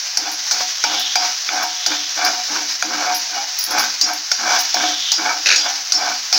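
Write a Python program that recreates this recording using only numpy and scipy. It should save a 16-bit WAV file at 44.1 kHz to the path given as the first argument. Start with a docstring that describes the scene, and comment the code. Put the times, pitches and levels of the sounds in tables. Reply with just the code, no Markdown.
"""Sugar syrup boils in a nonstick pan in a small kitchen, heard from close above in mono.
From the start countless tiny bubbles, modelled as filtered random clicks, burst in a steady sizzle. From 0.17 s,
about three times a second, a metal spoon lands on the pan or is dragged across it: blows and friction excite the
damped modes of pan and spoon. Sugar grains crack from 0.3 to 4.6 s, syrup on bared hot metal flares up
near 1.0, 1.9, 4.9, 5.1 and 5.6 s, and at 5.5 s the spoon judders down the pan wall."""
import sys
import numpy as np
from scipy import signal
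from scipy.fft import rfft, irfft
from scipy.io import wavfile
from scipy.ndimage import uniform_filter1d, minimum_filter1d

SR = 44100
rng = np.random.default_rng(int(sys.argv[2]) if len(sys.argv) > 2 else 0)


def file_out(sig):
    """Save sig as 16-bit WAV at sys.argv[1]."""
    # one column per channel
    cols = np.atleast_2d(sig).T
    # limit, then scale
    lim = np.clip(cols, -1, 1)
    pcm = np.round(lim * 32767).astype(np.int16)
    wavfile.write(sys.argv[1], SR, pcm)


N = 281358  # samples

# In all tables levels are relative: sums, normalization and mixing gains follow.

# Spoon landings. Each row: start in seconds, pan thud in dB, wall clack in dB, spoon crack in dB,
# spoon ring in dB, chatter decay time (t60) in seconds.
LANDINGS = [(0.172, -24, -25, -1.5, -24, 0.022), (.511, -23.5, -26, -10, -16, 0.12),
            (.839, -8.5, -14, -8.5, -27, 0.036), (1.156, -14, -9, -4, -17, 0.029),
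            (1.49, -13, -3, -33, -39, 0.01), (1.862, -20, -25, -7.5, -23, 0.073),
            (2.825, -1.5, -5, -2, -27, 0.0063), (4.012, -20, -33, -3.5, -11, 0.028),
            (4.316, -20, -13.5, -4.5, -18, 0.031), (4.743, -10, -43, -6, -25, 0.019),
            (5.118, -23, -30, 2.5, -13, 0.022), (5.560, -29, -38, -4, -10.5, 0.024),
            (5.921, -26.5, -23, -5, -11.5, 0.03), (6.327, -16, -12, -5.5, -14, 0.026)]
# Spectrum of the clack on the pan wall. Each row: frequency in Hz, spectral density in dB.
WALL_CLACK = [(70, -58), (220, -22), (1100, -24), (1400, 6), (1600, 3.5), (1900, -8), (2350, 4.5),
              (2800, -26), (3500, -2), (4200, -41), (9000, -44)]


def tapping(buzz_t60=0.31):
    """Impact excitation: each landing shares its blow between floor, wall and spoon, which buzzes on as it settles."""
    s, thud_db, clack_db, crack_db, ring_db, t60 = np.transpose(LANDINGS)
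    thud = pan(contacts(zip(s, thud_db, t60), clean=0.11))
    clack = through(contacts(zip(s, clack_db, t60), clean=0.75), snap(WALL_CLACK))
    crack = spoon(contacts(zip(s, crack_db, t60)))
    # held loosely, the spoon chatters for longer than the landing itself
    buzz = contacts([(at, db, buzz_t60) for at, db in zip(s, ring_db)], clean=0.1)
    settling = through(buzz, ringing(SPOON_MODES))
    return thud + clack + crack + settling


# Strokes of the spoon across the pan. Each row: start in seconds, push in seconds, friction in dB,
# pan shudder in dB, extra sizzle in dB.
STROKES = [(0.176, .11, -29, -43, -25.5), (0.514, 0.063, -29, -43, -22), (.845, 0.085, -21.5, -37.5, -23.5),
           (1.158, 0.077, -22, -44.5, -20.5), (1.496, 0.12, -19, -41, -26), (1.864, .06, -26, -37, -22.5),
           (2.159, .11, -16.5, -39, -20.5), (2.473, 0.093, -22.5, -37, -22), (2.828, 0.26, -19, -38, -26),
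           (3.290, 0.091, -26, -50.5, -28), (3.668, 0.14, -17, -37.5, -21), (4.020, 0.077, -24, -39.5, -39),
           (4.374, .18, -16, -41.5, -17.5), (4.746, .10, -20, -34.5, -22), (5.166, 0.13, -18, -37.5, -24.5),
           (5.565, .11, -25, -45.5, -24), (5.932, .15, -21, -42.5, -26.5), (6.328, 0.13, -19, -36, -8)]
# Brief catches of the dragged spoon. Each row: time in seconds, level in dB.
CATCHES = [(.606, -13), (1.520, -22), (1.918, -13.5), (2.188, -17), (4.768, -13), (4.837, -12),
           (5.661, -12)]
# Judder of the spoon down the pan wall. Each row: time in seconds, level in dB, decay time (t60) in seconds.
JUDDER = [(5.459, -7.5, 0.057), (5.468, -9, 0.1), (5.488, -7.5, 0.072), (5.503, -10.5, 0.074),
          (5.514, -3.5, 0.027), (5.523, -10, 0.23), (5.545, -19, 0.085)]
# Spectrum of the rasp on the wall. Each row: frequency in Hz, spectral density in dB.
WALL_RASP = [(100, -36), (500, -9.5), (1100, -13.5), (1500, 3), (2000, 0), (2550, 7), (3300, -9),
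             (3900, 4.5), (5500, 1), (6600, -0.5), (7800, -28), (10000, -28), (16000, -38)]
# Modes of the whole pan on its support. Each row: frequency in Hz, energy in dB, decay time (t60) in seconds.
HOB_MODES = [(150, -27, 0.13), (187, -25, 0.12), (241.9, -12, 0.42), (298.6, -1.5, 0.29), (318, -5.5, 0.3),
             (404, -13, 0.2), (528, -9, 0.17)]
# friction grows as the spoon is pushed and dies as it lifts
BITE_S, PUSH_RISE_DB, LIFT_DB_PER_S = 0.0041, 14, 191
# the shudder eases slightly during the push and dies as the weight comes off
LOAD_S, LOAD_RISE_DB, UNLOAD_DB_PER_S = 0.01, -2.5, 152
# the boiling itself keeps the pan faintly ringing
PAN_IDLE_DB = -47.5


def dragging():
    """Stick-slip friction: random slips drive the pan's shell, while the spoon's weight shakes the pan on the hob."""
    _, _, friction_db, shudder_db, _ = np.transpose(STROKES)
    stroke_pressure = stroke_gain(friction_db, BITE_S, PUSH_RISE_DB, LIFT_DB_PER_S)
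    pressure = np.hypot(stroke_pressure, from_db(PAN_IDLE_DB))
    weight = stroke_gain(shudder_db, LOAD_S, LOAD_RISE_DB, UNLOAD_DB_PER_S)

    slips = .85 * crackle(per_s=160, spread_db=1.5)
    rubbing = crackle(per_s=3000, spread_db=0.6)
    friction = (rubbing + slips) * pressure * from_db(-3 + 2.0 * drift(48))
    friction = friction + contacts([(s, db, .03) for s, db in CATCHES], clean=0.3)

    rumble = from_db(-2.0) * through(friction, snap(PAN_THUD))
    rings = from_db(-8.0) * wandering(friction, PAN_MODES, wander_db=3.0, rate=4.7)
    spoon_scrape = from_db(-11.5) * spoon(friction)
    # each mode of the supported pan gets its own random drive
    shudder = sum(from_db(db) * resonate(crackle(per_s=980, spread_db=2.0) * weight, hz, t60)
                  for hz, db, t60 in HOB_MODES)
    judder = through(contacts(JUDDER), snap(WALL_RASP))
    return rumble + rings + spoon_scrape + shudder + judder


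def stroke_gain(levels_db, attack_s, rise_db, release_db_per_s):
    """Incoherent summation: strokes set in fast, move by rise_db to their level, then decay; their powers add."""
    age, power = np.arange(SR) / SR, np.zeros(N + SR)
    for (start, push_s, *_), level_db in zip(STROKES, levels_db):
        push_db = -rise_db * np.clip(1 - age / push_s, 0, 1) ** 1.1
        release_db = -release_db_per_s * np.maximum(age - push_s, 0)
        attack = np.clip(age / attack_s, 0, 1)
        first = round(start * SR)
        power[first:first + SR] += (attack * from_db(level_db + push_db + release_db)) ** 2
    return np.sqrt(power[:N])


# Spectrum of the pan's dull thud. Each row: frequency in Hz, spectral density in dB.
PAN_THUD = [(60, -82), (130, -70), (200, -56), (330, -38), (580, -15), (760, 4), (1150, 2.5), (1550, 7),
            (1950, -8.5), (2300, 9.5), (2700, -25), (5500, -48.5), (7000, -44), (9000, -96)]
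# Modes of the pan's ringing shell. Each row: frequency in Hz, energy in dB, decay time (t60) in seconds.
PAN_MODES = [(710, -21.5, .12), (732.7, 2.5, 0.16), (763, -2, 0.18), (799.4, -2, 0.15), (844, -4, 0.066),
             (926.5, -3.5, 0.22), (1486, -33.5, 0.24), (1503, -8, 0.11), (1570, -10.5, 0.12),
             (2013, -33, 0.17), (2309, -3, 0.13), (2490, -11.5, .15), (2900, -14, 0.31), (3447, -8, 0.038)]


def pan(force, ring_db=7.5):
    """Modal superposition: the pan answers a force with a dull thud and its ringing modes."""
    return through(force, unit_energy(snap(PAN_THUD) + from_db(ring_db) * ringing(PAN_MODES)))


# Spectrum of the spoon's bright crack. Each row: frequency in Hz, spectral density in dB.
SPOON_CRACK = [(70, -53), (220, -32), (700, -25.5), (3000, -14.5), (4100, -4.5), (4700, 3.5), (5700, 4.5),
               (6600, 0), (7400, -17), (9000, -27), (14000, -30), (15500, -29)]
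# Modes of the spoon's bowl and handle. Each row: frequency in Hz, energy in dB, decay time (t60) in seconds.
SPOON_MODES = [(4330, -7.5, 0.27), (4855, 7, 0.19), (4753, -7.5, 0.15), (5380, 5.5, 0.12),
               (5650, -4.5, 0.14), (5790, -34, 0.037), (5750, 2, 0.11), (6640, -3, 0.072),
               (6970, -12.5, 0.12), (7100, -55, 0.037), (8700, -55, 0.14)]


def spoon(force, ring_db=-11.0):
    """Modal superposition: the spoon answers with a bright crack and a short ring, damped by the hand."""
    return through(force, unit_energy(snap(SPOON_CRACK) + from_db(ring_db) * ringing(SPOON_MODES)))


# Sugar grains under the spoon's edge. Each row: time in seconds, crack level in dB.
GRAINS = [(.316, -18.5), (.996, -18), (1.629, -21), (2.248, -13), (3.147, -16), (3.588, -14), (3.608, -19),
          (3.639, -13), (3.708, -16.5), (3.784, -16), (3.795, -11.5), (4.083, -29), (4.134, -19),
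          (4.590, -17), (4.607, -17.5)]
# Modes of the spoon's thin edge. Each row: frequency in Hz, energy in dB, decay time (t60) in seconds.
EDGE_MODES = [(8800, -20, .07), (9920, -10.5, 0.18), (10920, -4.5, 0.066), (11900, -22, .06),
              (12230, -3.5, 0.1), (12300, -26, .1), (13044, -9, 0.14), (14600, -5, .07),
              (15095, -17, 0.073), (15490, 3, .07)]
# Spectrum of the edge's scratch. Each row: frequency in Hz, spectral density in dB.
EDGE_SCRATCH = [(6000, -47), (8500, -2), (10500, 2), (12500, 9), (13800, -7), (15300, 4.5)]
# how strongly a grain's crack drives the spoon's bowl, and a landing its edge
GRAIN_TO_BOWL_DB, LANDING_TO_EDGE_DB = 7.5, -23


def grains():
    """Brittle fracture: grains crack and crumble, so the edge scratches and tinkles; landings make it tinkle too."""
    crack = contacts([(s, db, .012) for s, db in GRAINS], clean=0.31)
    crumble_force = contacts([(s, db - 11.5, .13) for s, db in GRAINS])
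    crumble = crumble_force * crackle(per_s=2900, spread_db=5.0)
    landing = contacts([(s, crack_db + LANDING_TO_EDGE_DB, t60) for s, _, _, crack_db, _, t60 in LANDINGS])

    tinkle = from_db(-9.5) * wandering(crack + crumble + landing, EDGE_MODES, wander_db=5.5, rate=15)
    scratch = from_db(-6.5) * through(crack + crumble, snap(EDGE_SCRATCH))
    bowl = from_db(GRAIN_TO_BOWL_DB) * spoon(crack, ring_db=10.0)
    return tinkle + scratch + bowl


# Spectrum of the bursting bubbles. Each row: frequency in Hz, spectral density in dB.
BUBBLES = [(120, -93), (300, -83), (500, -22.5), (750, -15), (1200, -12.5), (1600, -7), (3300, -8),
           (4700, 0.5), (5700, 4), (6400, -1), (7200, -13), (8400, -29.5), (12500, -28.5), (14000, -27.5),
           (15400, -19)]
# Spectrum of syrup spread on hot metal. Each row: frequency in Hz, spectral density in dB.
FRESH_SYRUP = [(1200, -42), (2500, -4.5), (3050, 7.5), (3450, 12), (3950, 7), (4700, -4), (8000, -31)]
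# the syrup simmers evenly, and is stirred into a livelier sizzle that soon calms down
SIMMER_DB, STIR_S, STIR_RISE_DB, CALM_DB_PER_S = -24, 0.0066, 11.5, 44


def syrup():
    """Shot noise: random bursts make a fine fizz with sparser, larger pops; spread syrup flares up at a lower pitch."""
    pops = crackle(per_s=450, spread_db=2.4)
    fizz = crackle(per_s=9000, spread_db=2.0)
    stirred = stroke_gain([sizzle_db for *_, sizzle_db in STROKES], STIR_S, STIR_RISE_DB, CALM_DB_PER_S)
    liveliness = np.hypot(from_db(SIMMER_DB), stirred) * from_db(1.1 * drift(17))
    bursts = (fizz + from_db(-9.5) * pops) * liveliness
    flare = crackle(per_s=7800, spread_db=2.0) * flare_gain()
    return from_db(-1.5) * through(bursts, snap(BUBBLES)) + through(flare, snap(FRESH_SYRUP))


# Flares of syrup on bare hot metal. Each row: loudest moment in seconds, time from there
# to about 11.5 dB lower in seconds, level in dB.
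FLARES = [(1.01, 0.22, -23), (1.92, 0.26, -28), (4.87, 0.18, -25), (5.09, 0.091, -23), (5.63, 0.087, -27)]


def flare_gain():
    """Amplitude modulation: each flare swells and fades along a bell-shaped hyperbolic secant."""
    t = np.arange(N) / SR
    return sum(from_db(db) / np.cosh((t - s) / width_s * 2) for s, width_s, db in FLARES)


def kitchen(x, t60=0.12, wet_db=-13.5):
    """Diffuse reverberation: dulled, decaying noise stands for short reflections from worktop and walls."""
    dull = signal.butter(1, 6000, fs=SR, output="sos")
    tail = signal.sosfilt(dull, rng.standard_normal(SR // 2) * dying(t60))
    tail[:SR // 250] = 0  # reflections start 4 ms after the direct sound
    return x + from_db(wet_db) * through(x, unit_energy(tail))


def contacts(rows, clean=0.0089):
    """Chattering impact: each row (s, dB, t60) is a dying flurry of micro-contacts led by one clean blow.

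    The share `clean` of the energy sets the leading blow."""
    force, clean = np.zeros(N + SR), np.clip(clean, 0, 1)
    for s, level_db, t60 in rows:
        blow = np.sqrt(1 - clean) * dying(t60) * rng.choice([-1, 1], SR // 2)
        blow[0] += np.sqrt(clean * np.sum(dying(t60) ** 2))
        start = max(round(s * SR), 0)
        force[start:start + SR // 2] += from_db(level_db) * blow
    return force[:N]


def crackle(per_s, spread_db):
    """Poisson-like impulse noise: random clicks, many small and a few large, scaled to an rms of 1."""
    excess = np.minimum(rng.exponential(1, N), 4.5)
    sizes = from_db(spread_db * excess) * rng.choice([-1, 1], N)
    return rms_one(sizes * (rng.random(N) < per_s / SR))


def wandering(force, modes, wander_db, rate):
    """Position-dependent excitation: a moving contact crosses the nodes and bellies of each mode."""
    return sum(from_db(db) * resonate(force * from_db(wander_db * drift(rate)), hz, t60)
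               for hz, db, t60 in modes)


def resonate(x, hz, t60):
    """Damped oscillator: one mode of about unit energy, then confined to the band near its own pitch."""
    r, w = np.exp(-np.log(1000) / t60 / SR), 2 * np.pi * hz / SR
    drive = np.sqrt(2 * (1 - r * r)) * np.sin(w)
    swing = signal.lfilter([drive], [1, -2 * r * np.cos(w), r * r], x + 1e-18)
    band = [hz / 1.3, min(hz * 1.3, .45 * SR)]
    return signal.lfilter(*signal.butter(1, band, "band", fs=SR), swing)


def ringing(modes):
    """Modal superposition: the impulse response of a set of modes, at unit energy."""
    click = signal.unit_impulse(SR // 2)
    return unit_energy(sum(from_db(db) * resonate(click, hz, t60) for hz, db, t60 in modes))


def snap(colour, size=4096):
    """Minimum phase: the most compact causal impulse response with this spectrum, by folding the cepstrum."""
    hz, level_db = np.transpose(colour)
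    bins = np.maximum(np.arange(size // 2 + 1) * SR / size, 1)
    magnitude = from_db(np.interp(np.log(bins), np.log(hz), level_db))
    cepstrum = irfft(np.log(magnitude))
    cepstrum[1:size // 2] *= 2
    cepstrum[size // 2 + 1:] = 0
    response = irfft(np.exp(rfft(cepstrum)))
    return unit_energy(np.pad(response, (0, SR // 2 - size)))


def drift(rate):
    """Low-pass noise: smooth chance with a spread of 1, changing about rate times a second."""
    r = np.exp(-80 * np.pi * rate / SR)  # one step lasts 40 samples
    steps = rng.standard_normal(N // 40 + 2002)
    slow = signal.lfilter([1], [1, -2 * r, r * r], steps)[2000:]  # skip the filter's start-up
    return np.interp(np.arange(N) / 40, np.arange(len(slow)), rms_one(slow))


def dying(t60):
    """Exponential decay: half a second that falls by 60 dB in t60 seconds."""
    return np.exp(-np.log(1000) * np.arange(SR // 2) / SR / max(t60, 1e-3))


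def through(x, response):
    """Linear convolution: pass a signal through an impulse response."""
    return signal.oaconvolve(x, response)[:len(x)]


def unit_energy(x):
    """Energy normalization: scale an impulse response so that white noise keeps its level through it."""
    return x / np.sqrt(np.sum(x ** 2) + 1e-20)


def rms_one(x):
    """Power normalization: scale to an rms of 1."""
    return x / np.sqrt(np.mean(x ** 2) + 1e-20)


def from_db(db):
    """Logarithmic level: decibels to amplitude gain."""
    return 10 ** (np.asarray(db) / 20)


def scene():
    """Superposition: all sources add at one microphone, given to two identical channels."""
    return np.stack([kitchen(syrup() + dragging() + tapping() + grains())] * 2)


CUTOFF_HZ = 15900


def record(dry):
    """Peak limiting and band limiting: peaks are held, deep bass and the top cut, a faint low noise floor added."""
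    # the lowest gain nearby, smoothed, keeps peaks within full scale ahead of the filters
    needed = 1 / np.maximum(abs(dry), 1)
    gain = uniform_filter1d(minimum_filter1d(needed, size=35), size=35)
    sound = signal.sosfilt(signal.butter(3, 150, "high", fs=SR, output="sos"), dry * gain)
    low_noise = signal.lfilter(*signal.butter(2, 200, fs=SR), rng.standard_normal(N))
    floor = from_db(-80) * rms_one(low_noise)
    return signal.sosfilt(signal.ellip(12, .1, 80, CUTOFF_HZ, fs=SR, output="sos"), sound + floor)


dry = scene()
out = record(dry)
file_out(out)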